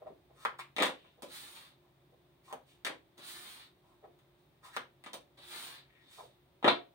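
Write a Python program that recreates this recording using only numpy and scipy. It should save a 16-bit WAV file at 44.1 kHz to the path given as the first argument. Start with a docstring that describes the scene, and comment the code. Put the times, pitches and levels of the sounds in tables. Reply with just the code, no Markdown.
"""Over quiet room air and a faint hum, a finger creaks on a hand-held deck of cards.
Three times a card is drawn with a rub, snaps free with a low pop, and clatters onto the ringing tabletop.
Fingertips tap, and each card is pushed into place with a hiss and a lower rasp; other cards brush past.
At the end the deck is put down in heavy, dull blows and its cards clap shut.
Rubs are filtered slips, hits are filtered clicks, slides are noise that follows speed; a small room echoes."""
import sys
import numpy as np
from scipy import signal
from scipy.fft import rfft, irfft
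from scipy.io import wavfile

SR = 44100
rng = np.random.default_rng(int(sys.argv[2]) if len(sys.argv) > 2 else 0)


def master_out(mix):
    """Clip the mix to full scale and print it as 16-bit PCM to the path in sys.argv[1]."""
    frames = np.transpose(np.atleast_2d(mix))
    ceiling = np.clip(frames, -1, 1)
    pcm = np.round(ceiling * 32767).astype(np.int16)
    wavfile.write(sys.argv[1], SR, pcm)


N = 306223
TIME = np.arange(N) / SR  # seconds
# Levels of single sounds below are set before the room and the microphone colour them.


def undb(db):
    """Turn decibels into a gain."""
    return 10 ** (np.asarray(db) / 20)


def unit(x):
    """Scale to an average (rms) level of 1."""
    return x / np.sqrt(np.mean(x ** 2))


BLOW_S = 0.05  # a short sound's energy is averaged over this time


def blow(x, db):
    """Scale a short sound so that its energy, spread over BLOW_S, has the given level."""
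    return x * undb(db) * np.sqrt(BLOW_S * SR / np.sum(x ** 2))


def along(points, hz):
    """Read between (Hz, value) points on a logarithmic pitch scale."""
    f, value = np.transpose(points)
    return np.interp(np.log(np.maximum(hz, 1)), np.log(f), value)


def colour(x, points, size=2048):
    """Filter to a (Hz, dB) curve, with nothing sounding before its cause."""
    log_gain = np.log(undb(along(points, np.fft.rfftfreq(size, 1 / SR))))
    # folding the cepstrum forward puts the filter's energy as early as possible
    cepstrum = irfft(log_gain)
    cepstrum[1:size // 2] *= 2
    cepstrum[size // 2 + 1:] = 0
    response = irfft(np.exp(rfft(cepstrum)))
    return signal.fftconvolve(x, response)[:len(x)]


def resonate(x, hz, width_hz):
    """Ring at one pitch, with gain 1 at its centre; a narrow width rings longer."""
    return signal.lfilter(*signal.iirpeak(hz, hz / min(width_hz, SR / 4), fs=SR), x)


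def soften(x, top_hz, order=2):
    """Cut the treble, as a softer contact does."""
    return signal.sosfilt(signal.butter(order, min(top_hz, 0.45 * SR), fs=SR, output="sos"), x)


def add(track, at_s, x):
    """Mix a short sound into a track."""
    start = max(int(at_s * SR), 0)
    track[start:start + len(x)] += x[:N - start]


def grains(count, spread_db):
    """Dense fibre clicks: many small ones, a few large."""
    size = np.minimum(rng.exponential(size=count), 2 * np.pi)
    return unit(rng.standard_normal(count) * undb(spread_db * size))


def contact(chatter_ms, chatter_db, size=4096):
    """A first touch, then quickly dying chatter as the card settles."""
    x = grains(size, 3.0)
    x *= np.exp(-TIME[:size] / (max(chatter_ms, 0.2) / 1000))
    x *= undb(chatter_db) / np.sqrt(np.sum(x ** 2))  # energy relative to the first touch
    x[0] += 1
    return x


def diffuse(count, alike_hz):
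    """Noise from all sides at two microphone ports: alike in the bass, unrelated in the treble."""
    likeness = 0.95 / (1 + (np.fft.rfftfreq(count, 1 / SR) / alike_hz) ** 2)
    shares = np.sqrt([(1 + likeness) / 2, (1 - likeness) / 2])
    mid, side = rfft(rng.standard_normal((2, count))) * shares
    return irfft(np.array([mid + side, mid - side]), count)


# tone of the room air: (frequency [Hz], relative level [dB per Hz])
AIR_SPECTRUM = [(20, -39.5), (38, -18), (58, -1), (95, -6), (140, 2), (210, -10), (350, -3), (470, -13),
                (650, -9), (1100, -14), (2000, -16.5), (4000, -21.5), (9000, -22), (16000, -17)]
# steady hum: (frequency [Hz], level [dB])
HUM = [(135, -80), (355, -76), (393, -87), (560, -88), (592, -90.5)]


def background(air_db=-67, waver_hz=5):
    """Quiet room air, with a hum of narrow noise bands whose loudness wavers."""
    air = np.array([colour(port, AIR_SPECTRUM) for port in diffuse(N, alike_hz=520)])
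    hum = np.zeros(N)
    for hz, db in HUM:
        band = resonate(resonate(rng.standard_normal(N), hz, waver_hz), hz, waver_hz)
        hum += undb(db) * unit(band)
    return undb(air_db) * unit(air) + hum


# how long the room rings: (frequency [Hz], time to fall by 60 dB [s])
ROOM_DECAY = [(100, 0.25), (350, 0.27), (1000, 0.22), (3000, 0.24), (6000, 0.2), (15000, 0.15)]
# near walls and boxes: (delay [ms], relative level left [dB], relative level right [dB])
ECHOES = [(4.8, 0, 1.5), (6.3, 3, -1), (9.6, -7, -16.5), (15.3, -5.5, -21)]


def room(x, tail_db, echo_db, build_s=0.00089):
    """Direct sound, a few hard echoes and a diffuse tail whose highest treble dies first."""
    count = SR // 2
    t, f = TIME[:count], np.fft.rfftfreq(count, 1 / SR)
    # every call draws new noise, so each place has its own tail
    noise, centres = rfft(diffuse(count, alike_hz=405)), [hz for hz, _ in ROOM_DECAY]
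    response = np.zeros((2, count))
    for share, (_, t60) in zip(np.eye(len(centres)), ROOM_DECAY):
        decay = undb(-60 * t / t60) * (1 - np.exp(-t / build_s))
        band = irfft(noise * along(list(zip(centres, share)), f), count)
        response += band * decay / np.sqrt(np.sum(decay ** 2))
    response *= undb(tail_db)
    # the hands work on the right, so that port hears them 6 samples sooner
    response[[0, 1], [6, 0]] += 1
    for ms, left_db, right_db in ECHOES:
        at = int(ms * SR / 1000) + rng.integers(0, 20, size=2)
        response[[0, 1], at] += undb(echo_db) * undb([left_db, right_db])
    response /= np.sqrt(np.sum(response ** 2) / 2)
    return signal.oaconvolve(x[None], response, axes=1)[:, :N]


# a finger creaks on the deck, then again lower as the grip settles: (time [s], level [dB], pitch [Hz])
CREAKS = [(0.021, -50, 563), (0.074, -45, 560), (.312, -61.5, 680), (1.191, -62, 620), (2.134, -64.5, 528),
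          (4.044, -51, 630), (6.195, -45.5, 820)]
# the second creak comes later, quieter and at this share of the pitch; hiss is relative to each creak
CREAK_MS, SETTLE_S, SETTLE_DB, SETTLE_PITCH, CREAK_HISS_DB = 8.8, 0.036, -9.5, 0.59, -28
# a card is pulled along the deck, louder until it comes free:
# (time at the loudest [s], rise [ms], creak level [dB], pitch [Hz], hiss level [dB])
DRAWS = [(.44, 44, -59, 1260, -53), (2.51, 21, -51, 1030, -60.5), (4.757, 21, -50, 1600, -49.5)]
DRAW_FALL_MS = 6
# a card or hand brushes past, rising fast and trailing off:
# (time at the loudest [s], rise [ms], creak level [dB], pitch [Hz], hiss level [dB])
BRUSHES = [(0.591, 3.3, -39.5, 1140, -42), (0.605, 3.7, -44.5, 2214, -75), (0.98, 41, -66.5, 2850, -76),
           (1.84, 15, -76.5, 900, -80), (2.458, 14, -72, 2200, -60), (2.69, 19, -70, 2850, -63),
           (3.87, 26, -70.5, 895, -73), (4.39, 15, -88, 900, -74.5), (4.651, 12.3, -53.5, 1150, -50.5),
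           (5.93, 69, -67.5, 2010, -80), (6.138, 27, -74, 1100, -52), (6.09, 50, -65, 3360, -76)]
BRUSH_TRAIL = 2.7  # fall time over rise time


def strokes():
    """Creaks, draws and brushes as swells of rubbing: (s, rise ms, fall ms, creak dB, pitch Hz, hiss dB)."""
    for s, db, hz in CREAKS:
        yield s, CREAK_MS, CREAK_MS, db, hz, db + CREAK_HISS_DB
        late_db = db + SETTLE_DB
        yield s + SETTLE_S, CREAK_MS, 2 * CREAK_MS, late_db, hz * SETTLE_PITCH, late_db + CREAK_HISS_DB
    for s, rise_ms, db, hz, hiss_db in DRAWS:
        yield s, rise_ms, DRAW_FALL_MS, db, hz, hiss_db
    for s, rise_ms, db, hz, hiss_db in BRUSHES:
        yield s, rise_ms, rise_ms * BRUSH_TRAIL, db, hz, hiss_db


# tone of rubbing faces and ticking edges: (frequency [Hz], relative level [dB per Hz])
TICK_SPECTRUM = [(40, -52), (200, -30), (1500, -6), (4000, -5), (8000, 0.5), (16000, -8)]


def rubs(slip_hz=170, width_share=0.4):
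    """Skin and card stick and slip, ringing the held card, while the faces hiss."""
    slips = (rng.random(N) < slip_hz / SR) * rng.uniform(0.65, 1, N)
    slips += 0.023 * rng.standard_normal(N)
    hiss = unit(colour(grains(N, 2.2), TICK_SPECTRUM))
    out = np.zeros(N)
    for s, rise_ms, fall_ms, db, hz, hiss_db in strokes():
        away = (TIME - s) / (np.where(TIME < s, rise_ms, fall_ms) / 1000)
        near = np.abs(away) < 4  # beyond this the swell is silent
        swell = np.exp(-0.5 * away[near] ** 2)
        creak = swell * resonate(resonate(slips[near], hz, width_share * hz), hz, 1.1 * hz)
        out[near] += undb(db) * unit(creak) * np.sqrt(np.mean(swell ** 2))
        out[near] += undb(hiss_db) * swell * hiss[near]
    return out


# a bent card springs free of the deck:
# (time [s], pop level [dB], pitch [Hz], width [Hz], edge tick level [dB], low flap level [dB])
SNAPS = [(0.4512, -32, 1220, 606, -46.5, -46), (2.527, -48.5, 710, 494, -49.5, -60),
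         (2.5382, -56, 700, 296, -63, -58), (4.7655, -37.5, 1210, 1300, -43.5, -50)]
# tone of the card's free end flapping: (frequency [Hz], relative level [dB per Hz])
FLAP_SPECTRUM = [(60, -48), (170, -31), (250, 1), (350, -17), (520, 4.5), (900, -8), (3000, -35.5)]


def snaps():
    """The edge ticks past the deck, the bent card flips straight in a cycle or two, and its free end flaps."""
    pops, ticks = np.zeros((2, N))
    for s, db, hz, width_hz, tick_db, flap_db in SNAPS:
        release = contact(4, chatter_db=-9)
        pop = resonate(resonate(release, hz, width_hz), hz, 2 * hz)
        add(pops, s, blow(soften(pop, 4500), db))
        add(pops, s, blow(colour(release, FLAP_SPECTRUM), flap_db))
        tick = colour(contact(1.0, chatter_db=7.5), TICK_SPECTRUM)
        add(ticks, s - 0.0005, blow(tick, tick_db))  # the edge slips just before the pop
    return room(pops, tail_db=4.5, echo_db=-3.5) + room(ticks, tail_db=-1, echo_db=-8)


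# a dropped card clatters on the table, now edge-on, now flatter:
# (time [s], level [dB], flatness [0 edge-on to 1 face-down], chatter [ms])
LANDINGS = [(0.7646, -43.5, 0.28, 1.3), (.7835, -36.5, 0.52, 1.6), (0.8021, -36, 0.59, 1.4),
            (.812, -37.5, .95, 3.3), (.8235, -32, 0.16, 0.81), (.832, -33, 0.41, 1.8),
            (.857, -42, 0.055, 13), (.893, -49.5, 0.93, 4.7), (1.047, -70, 0.83, 4),
            (2.8485, -40.5, 0.056, 4.3), (2.866, -39.5, 0.28, 0.68), (2.898, -52.5, 1, 5.2),
            (4.19, -76, 0, 1), (5.039, -57.5, 0.076, 2.3), (5.062, -51, 0.4, 6.5)]
# how a landing sounds, as (edge-on, face-down); thud and tick are relative to the clack
LANDING_THUD_DB, LANDING_TICK_DB = (-14, 1.5), (3, -15.5)
LANDING_HZ, LANDING_TOP_HZ = (1840, 860), (12970, 7500)


def landings():
    """The flatter a card lands, the more it thuds, the less it ticks and the lower it clacks."""
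    ranges = LANDING_THUD_DB, LANDING_TICK_DB, LANDING_HZ, LANDING_TOP_HZ
    for s, db, flatness, chatter_ms in LANDINGS:
        thud_db, tick_db, hz, top_hz = (np.interp(flatness, [0, 1], ends) for ends in ranges)
        yield s, db + thud_db, db, hz, db + tick_db, top_hz, chatter_ms


# tabletop tones: (frequency [Hz], relative level [dB], time to fall by 60 dB [s])
TABLE_MODES = [(276, 0.5, 0.28), (342.8, 6, .3), (420, -3, 0.63), (586, 0.5, 0.24), (654.6, 5.5, 0.16),
               (703, 5, 0.33), (859, -1.5, 0.14), (998, -1, 0.12), (1001, 3.5, 0.062), (1120, 9, 0.21)]
# tone of a thud on the table: (frequency [Hz], relative level [dB per Hz])
THUD_SPECTRUM = [(40, -51), (90, -25), (150, -10.5), (200, -9.5), (300, 0.5), (550, 3), (900, -7),
                 (2000, -29.5), (8000, -55.5)]


def taps(clack_top_hz=4300, ring_db=-4):
    """Each hit thuds on the table, clacks in the card and ticks at its edge; the tabletop rings on."""
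    thuds, clacks, ticks = np.zeros((3, N))
    hits = [*landings(), *presses(), *deck()]
    for s, thud_db, clack_db, hz, tick_db, top_hz, chatter_ms in hits:
        thud = colour(contact(chatter_ms, chatter_db=-1.5), THUD_SPECTRUM)
        clack = resonate(resonate(contact(chatter_ms, chatter_db=-1.0), hz, 1.53 * hz), hz, 2.25 * hz)
        tick = colour(contact(chatter_ms, chatter_db=3.5), TICK_SPECTRUM)
        add(thuds, s, blow(thud, thud_db))
        add(clacks, s, blow(soften(clack, clack_top_hz, order=8), clack_db))
        add(ticks, s, blow(soften(tick, top_hz, order=1), tick_db))
    ring = np.zeros(N)
    for hz, db, t60 in TABLE_MODES:
        width_hz = np.log(1000) / (np.pi * t60)  # a longer ring is a narrower resonance
        ring += undb(db) * resonate(thuds + clacks, hz, width_hz)
    # the table radiates all round, while the bright ticks beam straight at the microphone
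    body = room(thuds + undb(ring_db) * ring, tail_db=8.5, echo_db=-4.5)
    body += room(clacks, tail_db=6, echo_db=-4.5)
    return body + room(ticks, tail_db=2.5, echo_db=-12.0)


# a fingertip presses the card flat: its edge ticks, then the finger thuds down:
# (time [s], tick level [dB], thud level [dB])
PRESSES = [(1.222, -48.5, -50), (3.1794, -58, -64), (5.1328, -45, -53), (5.376, -69, -68)]
PRESS_LAG_S, PRESS_HZ, PRESS_TOP_HZ, PRESS_CHATTER_MS = 0.0083, 930, 16600, 3


def presses(early_thud_db=-11, clack_db=-11, late_tick_db=-2):
    """Two contacts for each press: the card's edge, then the fingertip on top of it."""
    for s, tick_db, thud_db in PRESSES:
        early_db, late_db = thud_db + early_thud_db, tick_db + late_tick_db
        yield s, early_db, tick_db + clack_db, PRESS_HZ, tick_db, PRESS_TOP_HZ, PRESS_CHATTER_MS
        at_s = s + PRESS_LAG_S
        yield at_s, thud_db, late_db + clack_db, PRESS_HZ, late_db, PRESS_TOP_HZ, PRESS_CHATTER_MS


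# share of top speed at first touch; time to ease off [s]; time to brake [s]
CREEP, EASE_S, BRAKE_S = 0.17, 0.059, 0.18


def push(start_s, fastest_s, stop_s, steady):
    """Speed of a pushed card as a share of its top speed: shove, ease off, brake."""
    shove = CREEP + (1 - CREEP) * np.clip((TIME - start_s) / (fastest_s - start_s), 0, 1) ** 2
    ease = steady + (1 - steady) * np.exp(-np.maximum(TIME - fastest_s, 0) / EASE_S)
    brake = np.clip((stop_s - TIME) / BRAKE_S, 0, 1)
    return np.maximum(shove * ease * brake, 0) * (TIME > start_s)


JUDDER_HZ, JUDDER_DB = 30, 1.9  # new random grip this often; typical size of the change in level


def judder():
    """Uneven grip of the tabletop, as a gain that drifts between random values."""
    knots = np.arange(0, N / SR, 1 / JUDDER_HZ)
    return undb(JUDDER_DB * np.interp(TIME, knots, rng.standard_normal(len(knots))))


# a card is shoved off, eases to a steady pace and brakes into place: (start [s], fastest [s], stop [s],
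# hiss level at top speed [dB], rasp level at top speed [dB], steady pace [share of top speed])
SLIDES = [(1.258, 1.344, 1.745, -38.5, -50.5, 0.45), (3.172, 3.277, 3.698, -38.5, -49, .56),
          (5.372, 5.53, 5.823, -40, -48.5, 0.92)]
# tones of the sliding face: (frequency [Hz], relative level [dB per Hz])
HISS_SPECTRUM = [(200, -50), (1500, -14.5), (3000, -6), (4200, -6.5), (9000, 3.5), (16000, -3)]
RASP_SPECTRUM = [(60, -37), (140, -9), (300, -8), (600, -6), (1050, 0.5), (1700, 2.5), (2700, -1),
                 (4500, 3.5), (12000, -41.5)]
HISS_POWER, RASP_POWER = 1.42, 0.72  # each grows as this power of speed


def slides(count=6):
    """Fibres scrape the tabletop: the hiss climbs steeply with speed, the lower rasp gently."""
    hiss = unit(colour(grains(N, 2.3), HISS_SPECTRUM))
    rasp = unit(colour(grains(N, 3.9), RASP_SPECTRUM)) * judder()
    places = np.zeros((count, N))
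    for start_s, fastest_s, stop_s, hiss_db, rasp_db, steady in SLIDES:
        speed = push(start_s, fastest_s, stop_s, steady)
        scrape = hiss * undb(hiss_db) * speed ** HISS_POWER
        scrape += rasp * undb(rasp_db) * speed ** RASP_POWER
        # the card passes several places on its way, each with its own echo pattern
        position = np.interp(TIME, [start_s, stop_s], [0, count - 1])
        closeness = np.clip(1 - np.abs(position - np.arange(count)[:, None]), 0, 1)
        places += scrape * closeness ** 0.65
    return sum(room(x, tail_db=8.5, echo_db=-11) for x in places)


# the deck is put down, corner, edge and face: (time [s], thud level [dB], clack level [dB])
DECK_BLOWS = [(6.6272, -59, -46.5), (6.6438, -28.5, -30), (6.6632, -34.5, -33), (6.6776, -35.5, -26.5)]
DECK_HZ, DECK_TOP_HZ, DECK_CHATTER_MS = 910, 7000, 1.8
DECK_TICK_DB = -19  # relative to the clack
# each blow rebounds once, this much later and quieter
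REBOUND_S, REBOUND_THUD_DB, REBOUND_CLACK_DB = 0.0085, -13.5, -10
# its cards then clap shut on each other
CLAP_S, CLAP_DB, CLAP_HZ, CLAP_CHATTER_MS = 6.680, -28, 3300, 7.6


def deck(clap_thud_db=-18, clap_tick_db=-14):
    """Heavy, dull blows with their rebounds, and the clap of the closing stack."""
    for s, thud_db, clack_db in DECK_BLOWS:
        first = s, thud_db, clack_db
        rebound = s + REBOUND_S, thud_db + REBOUND_THUD_DB, clack_db + REBOUND_CLACK_DB
        for at_s, thud, clack in (first, rebound):
            yield at_s, thud, clack, DECK_HZ, clack + DECK_TICK_DB, DECK_TOP_HZ, DECK_CHATTER_MS
    thud, tick = CLAP_DB + clap_thud_db, CLAP_DB + clap_tick_db
    yield CLAP_S, thud, CLAP_DB, CLAP_HZ, tick, DECK_TOP_HZ, CLAP_CHATTER_MS


def scene():
    """Cards in the hand and on the table, over the quiet of the room."""
    hand = room(rubs(), tail_db=3.5, echo_db=-5.5) + snaps()
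    return background() + hand + taps() + slides()


# microphone colour: (frequency [Hz], left level [dB], right level [dB])
MIC_COLOUR = [(300, 1, 1), (1050, 1, 0.5), (1510, -2, -2.5), (2350, 1, -2.5), (2880, -1.5, -1.5),
              (3670, 4.5, 3.5), (4330, -3.5, -1), (5500, -10, -7), (7700, -11.5, -12), (8620, -15.5, -2.5),
              (10450, -12, -10.5), (11900, -16.5, -15), (13500, -16, -9.5), (15120, -6.5, -4.5)]
TOP_HZ = 15750  # the microphone passes almost nothing above this


def record(dry):
    """Each port of the microphone has its own colour; a steep filter cuts the top."""
    ports = []
    for k, x in enumerate(dry):
        ports.append(colour(x, [(hz, db[k]) for hz, *db in MIC_COLOUR]))
    return signal.sosfilt(signal.ellip(10, 0.2, 70, TOP_HZ, fs=SR, output="sos"), np.array(ports))


dry = scene()
out = record(dry)
master_out(out)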